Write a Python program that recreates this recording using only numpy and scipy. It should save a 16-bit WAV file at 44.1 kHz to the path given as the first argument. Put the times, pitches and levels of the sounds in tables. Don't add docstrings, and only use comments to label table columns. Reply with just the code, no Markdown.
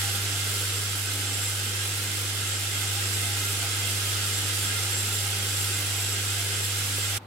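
import sys
import numpy as np
from scipy import signal
from scipy.fft import rfft, irfft
from scipy.io import wavfile
from scipy.ndimage import uniform_filter1d

SR = 44100
rng = np.random.default_rng(int(sys.argv[2]) if len(sys.argv) > 2 else 0)


def store_wav(level_fs):
    pcm = np.round(np.clip(np.atleast_2d(level_fs), -1, 1) * 32767)
    wavfile.write(sys.argv[1], SR, pcm.T.astype(np.int16))


N = 320166
HZ = np.fft.rfftfreq(N, 1 / SR)
TIME = np.arange(N) / SR
MAINS_HZ = 50.1
THROB_HZ, LULL_S = 2.68, 1.49


def gain_of(db):
    return 10 ** (np.asarray(db) / 20)


def unit_rms(x):
    return x / np.sqrt(np.mean(x ** 2) + 1e-20)


def over_hz(points):
    hz, value = np.transpose(points)
    return np.interp(np.log(HZ + 1), np.log(hz + 1), value)


def over_time(points):
    return np.interp(TIME, *np.transpose(points))


def drift(hz):
    return unit_rms(irfft(rfft(rng.standard_normal(N)) * np.exp(-(HZ / hz) ** 2), N))


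def resonance(hz, width_hz):
    return 1 / (1 + (2 * (HZ - hz) / width_hz) ** 2)


def standing_waves(ripple_db=1.5, spacing_hz=18):
    ripple = uniform_filter1d(rng.standard_normal((2, len(HZ))), int(spacing_hz / HZ[1]))
    return gain_of(ripple_db * unit_rms(ripple) * HZ / (HZ + 800))


# frequency in Hz, coherence.
COHERENCE = [(25, 0.64), (100, 0.57), (155, 0.86), (215, 1), (400, 0.89), (640, 0.58), (820, 0.9),
             (1020, -0.09), (1300, 0.48), (1820, -0.3), (2100, 0.41), (3250, 0.16), (4400, -0.076),
             (6600, 0.17), (7450, 0.64), (8000, 0.99), (11500, 0.71), (12800, 0.98), (14500, 0.44),
             (16000, .4)]
# frequency in Hz, left minus right in dB.
BALANCE = [(300, 0), (1050, 1.5), (1800, 0.5), (2100, -1.5), (2700, -1), (3600, -5.5), (6000, -4),
           (8000, -2.5), (9100, -10), (10200, -6), (11800, 0)]
# frequency in Hz, lead of the left in radians.
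PHASE_LEAD = [(100, 0.24), (800, -0.06), (2300, 0), (2900, 0.17), (3400, 2.5), (4000, 2.5), (4600, 1.5),
              (5200, -1.1), (7000, 1), (7800, 0)]


def stereo(pair, colour):
    a, b = rfft(pair) * standing_waves()
    coherence, lean_db = np.clip(over_hz(COHERENCE), -1, 1), over_hz(BALANCE)
    mid, side = np.sqrt(1 + coherence) * a, np.sqrt(1 - coherence) * b
    pan = gain_of([lean_db / 2, -lean_db / 2])
    pan /= np.linalg.norm(pan, axis=0)
    left, right = (mid + side) * np.exp(1j * over_hz(PHASE_LEAD)), mid - side
    return unit_rms(irfft(np.array([left, right]) * pan * colour, N))


# frequency in Hz, relative density in dB.
ROOM_SPECTRUM = [(25, -20), (100, -10), (350, -3), (600, -12), (950, -5), (1500, -15), (4000, -21.5),
                 (6000, -32), (15000, -38)]


def room_tone(air_db=-47, hum_db=-48):
    air = stereo(rng.standard_normal((2, N)), gain_of(over_hz(ROOM_SPECTRUM)))
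    hum = unit_rms(np.sin(2 * np.pi * 2 * MAINS_HZ * TIME))
    return gain_of(air_db) * air + gain_of(hum_db) * hum


# start in seconds, level in dB.
KNOCKS = [(6.981, -29.5)]
# frequency in Hz, relative level in dB, T60 in seconds.
KNOCK_MODES = [(330, -3, .025), (422, 1, 0.024), (560, -2, 0.02), (756, -6, .018), (1000, -4, .016)]


def knock():
    out = np.zeros(N)
    for start_s, level_db in KNOCKS:
        age_s = np.maximum(TIME - start_s, 0)
        for k, (hz, mode_db, t60_s) in enumerate(KNOCK_MODES):
            envelope = gain_of(level_db + mode_db - 60 * age_s / t60_s)
            out += (-1) ** k * envelope * np.sin(2 * np.pi * hz * age_s)
    return out


def base_rumble(level_db=-59, hz=210, width_hz=70, throb_db=6, flutter_db=3.0, flutter_hz=7):
    lull = np.cos(2 * np.pi * THROB_HZ * (TIME - LULL_S))
    noise = stereo(rng.standard_normal((2, N)), resonance(hz, 2 * width_hz) ** 2)
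    envelope = gain_of(flutter_db * drift(flutter_hz) - throb_db * lull)
    return gain_of(level_db) * unit_rms(noise * envelope)


# time in seconds, hum level in dB.
STROKE = [(0.05, -32.5), (1.01, -34), (2.62, -34.5), (3.21, -32), (3.72, -34.5), (3.76, -33), (6.71, -33.5),
          (7.1, -34)]
# multiple of the mains frequency, relative level in dB, waver depth, throb depth.
HUM_PARTIALS = [(1, -49, .3, 0), (2, 2, 0.013, 0), (3, -26, 0.3, 0), (4, -24.5, 0.1, .95), (5, -35, .3, 0),
                (6, -22, 0.35, 0), (7, -21.7, 0.4, 0), (8, -26, .7, .8), (11, -34, .3, 0)]


def magnet_hum(lean_db=1.14, waver_hz=3):
    hum = np.zeros(N)
    beat = np.exp(-2j * np.pi * THROB_HZ * (TIME - LULL_S))
    for order, db, waver, throb in HUM_PARTIALS:
        sway = 1 + waver * (drift(waver_hz) + 1j * drift(waver_hz)) - throb * beat
        carrier = np.exp(2j * np.pi * (order * MAINS_HZ * TIME + rng.random()))
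        hum += gain_of(db) * (sway * carrier).real
    pan = gain_of([[lean_db / 2], [-lean_db / 2]])
    return unit_rms(hum) * gain_of(over_time(STROKE)) * pan


# time in seconds, level in dB.
SOIL_FLOW = [(0.0, -32.5), (0.15, -34), (0.55, -33.5), (1.0, -35), (1.35, -34.5), (1.52, -35), (2.6, -34.5),
             (3.15, -33.5), (3.7, -33.5), (4.65, -33), (5.3, -34), (5.6, -33.5), (6.25, -34), (7.15, -33.5)]


def briskness_db():
    flow_db = over_time(SOIL_FLOW)
    return flow_db - flow_db.mean()


# centre in seconds, length in seconds, pitch in Hz, peak lift in dB.
SWELLS = [(.07, .2, 698, 9), (0.12, 0.35, 808, 8), (0.25, 0.9, 1382, 10.5), (.32, .16, 698, 10),
          (0.68, .3, 2084, -9), (.78, 0.49, 7520, 6), (.83, .14, 698, 5), (1.22, 0.36, 283, 12.5),
          (1.403, 0.38, 7630, 7.5), (2.54, 0.11, 7640, 8), (2.79, .26, 2084, 10), (2.83, .2, 7635, 6),
          (2.995, 0.2, 810, 6.5), (3.2, 0.23, 7630, 4), (3.24, 0.13, 694, 14), (3.27, 0.45, 2084, 10.5),
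          (3.356, .18, 808, 9), (3.6, 0.17, 808, 10.5), (3.66, 0.13, 686, 15), (3.83, 0.36, 2084, 10),
          (4.38, 0.23, 7600, 6), (4.645, .15, 7590, 7), (4.75, 0.3, 1382, 14), (4.8, .25, 2084, 8),
          (4.98, 0.27, 7590, 9.5), (5.1, .15, 1385, 11), (5.157, 0.2, 7500, 10), (5.32, 0.33, 808, 7),
          (5.605, 0.16, 7520, 13), (5.718, 0.13, 7500, 11), (5.79, 0.14, 2084, 12), (6.06, 0.54, 7720, 8),
          (6.29, 0.089, 7635, 5), (6.4, .16, 698, 14), (6.628, .26, 7600, 8), (6.93, 0.19, 283, 7),
          (7.027, 0.14, 7635, 6), (7.128, .16, 808, 6.5)]


def swell_db(hz, reach_hz=85):
    lift_db = np.zeros(N)
    for centre_s, length_s, pitch_hz, peak_db in SWELLS:
        share = np.exp(-((pitch_hz - hz) / reach_hz) ** 2)
        if share > 0.05:
            arch = np.cos(np.pi * np.clip((TIME - centre_s) / length_s, -0.5, 0.5))
            lift_db += share * peak_db * arch
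    return lift_db


def ringing(colour, hold_s):
    ring = stereo(rng.standard_normal((2, N)), colour)
    power = uniform_filter1d((ring ** 2).mean(0), int(hold_s * SR))
    return ring / np.sqrt(power + 1e-9)


# frequency in Hz, nominal width in Hz, base level in dB, rms wander in dB.
RIM_MODES = [(282.5, 4, -60, 1.5), (698, 13, -64, 1.5), (807, 14, -57, 1.7), (1389, 22, -56, 0.7),
             (2075, 44, -53.7, 1)]


def rim_ring(follow=0.87, wander_hz=3):
    out = np.zeros((2, N))
    for hz, width_hz, level_db, wander_db in RIM_MODES:
        ring_db = level_db + follow * briskness_db() + wander_db * drift(wander_hz) + swell_db(hz)
        out += ringing(resonance(hz, 2 * width_hz) ** 2, hold_s=0.11) * gain_of(ring_db)
    return out


# frequency in Hz, nominal width in Hz, relative level in dB.
MESH_MODES = [(7508, 17, -1.5), (7588, 22, -1.5), (7635, 14, 0.5), (7682, 26, -3.5), (7730, 70, -7.5)]


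def mesh_ring(level_db=-45.5, follow=0.64, sputter_db=2.5, sputter_hz=12, wander_db=0.5, wander_hz=4):
    out = np.zeros((2, N))
    for hz, width_hz, mode_db in MESH_MODES:
        ring_db = mode_db - wander_db * drift(wander_hz) + swell_db(hz)
        out += ringing(resonance(hz, 1.8 * width_hz) ** 1.4, hold_s=0.035) * gain_of(ring_db)
    sputter = 1 - np.hypot(drift(sputter_hz), drift(sputter_hz))
    return out * gain_of(level_db + follow * briskness_db() + sputter_db * sputter)


def grain_impacts(toss_db, clump_db, hits_per_s=30000, clump_hz=27):
    hits = rng.random((2, N)) < hits_per_s / SR
    size = gain_of(1.1 * np.minimum(rng.exponential(1, (2, N)), 5))
    clicks = unit_rms(hits * size * rng.standard_normal((2, N)))
    landing = np.cos(2 * np.pi * MAINS_HZ * TIME)
    return clicks * gain_of(toss_db * landing + clump_db * drift(clump_hz))


def soil_shift(pair, span_hz, span_s, depth_db=1.5):
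    hz, times, spectra = signal.stft(pair, SR, nperseg=512)
    patches = rng.standard_normal((len(times), len(hz)))
    patches = uniform_filter1d(patches, int(span_s / times[1]), axis=0)
    patches = unit_rms(uniform_filter1d(patches, int(span_hz / hz[1]), axis=1))
    return signal.istft(spectra * gain_of(depth_db * patches.T), SR, nperseg=512)[1][:, :N]


# frequency in Hz, relative density in dB.
STACK_SPECTRUM = [(20, -16.5), (90, -3.5), (150, -7.5), (220, -13.5), (310, -7.5), (500, -6), (620, -12),
                  (1130, -10), (1300, -9.5), (2300, -4.5), (3100, -0.86), (4300, -3), (7200, -4),
                  (8000, -3), (9300, 1.2), (12000, -2.5), (14200, -8.5)]
# frequency in Hz, width in Hz, lift in dB.
FRAME_MODES = [(375, 6, 6), (395, 7, 4.5), (422, 4.2, 7), (484, 12, 4), (698, 17, 5), (793, 30, 1.5),
               (1264, 50, 6.5), (1305, 40, 6.5), (1387, 42, 9.5), (1521, 44, 10), (1612, 50, 8),
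               (1675, 60, 5), (1825, 90, 3.5), (1896, 40, 4.5), (2086, 48, 7.5), (2499, 20, 5),
               (2660, 45, 3.5), (2768, 18, 4), (2880, 40, 2), (3013, 30, 3), (3248, 45, 5), (3390, 40, 3),
               (3505, 60, 3.5), (3573, 18, 5.5), (3630, 25, 3), (4365, 30, 3), (5070, 40, 2.5),
               (5280, 250, 1.8)]


def soil_hiss(coarse_db=4.0, fine_db=-2.5, split_hz=7600, follow=0.87, skitter_db=0.5, skitter_hz=6):
    modes_db = sum(lift_db * resonance(hz, width_hz) for hz, width_hz, lift_db in FRAME_MODES)
    stack = gain_of(over_hz(STACK_SPECTRUM) + modes_db)
    low_share = 1 / (1 + (HZ / split_hz) ** 8)
    coarse = soil_shift(grain_impacts(toss_db=0.3, clump_db=0.15), span_hz=110, span_s=0.05)
    fine = soil_shift(grain_impacts(toss_db=1.0, clump_db=1.26), span_hz=550, span_s=0.036)
    flow_db = over_time(SOIL_FLOW)
    fizz_db = flow_db.mean() + follow * briskness_db() + skitter_db * drift(skitter_hz)
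    frames = stereo(coarse, stack * np.sqrt(low_share)) * gain_of(flow_db + coarse_db)
    fizz = stereo(fine, stack * np.sqrt(1 - low_share)) * gain_of(fizz_db + fine_db)
    return frames + fizz


def scene(cut_s=7.178, fade_s=0.0032):
    running = np.exp(-np.maximum(TIME - cut_s, 0) / fade_s)
    shaker = magnet_hum() + base_rumble() + soil_hiss() + rim_ring() + mesh_ring()
    return (shaker + knock()) * running + room_tone() * (1 - running)


def record(dry):
    cutoff_hz = 15850
    lowpass = signal.firwin(511, cutoff_hz, window=("kaiser", 9), fs=SR)
    return signal.oaconvolve(dry, lowpass[None], "same")


dry = scene()
out = record(dry)
store_wav(out)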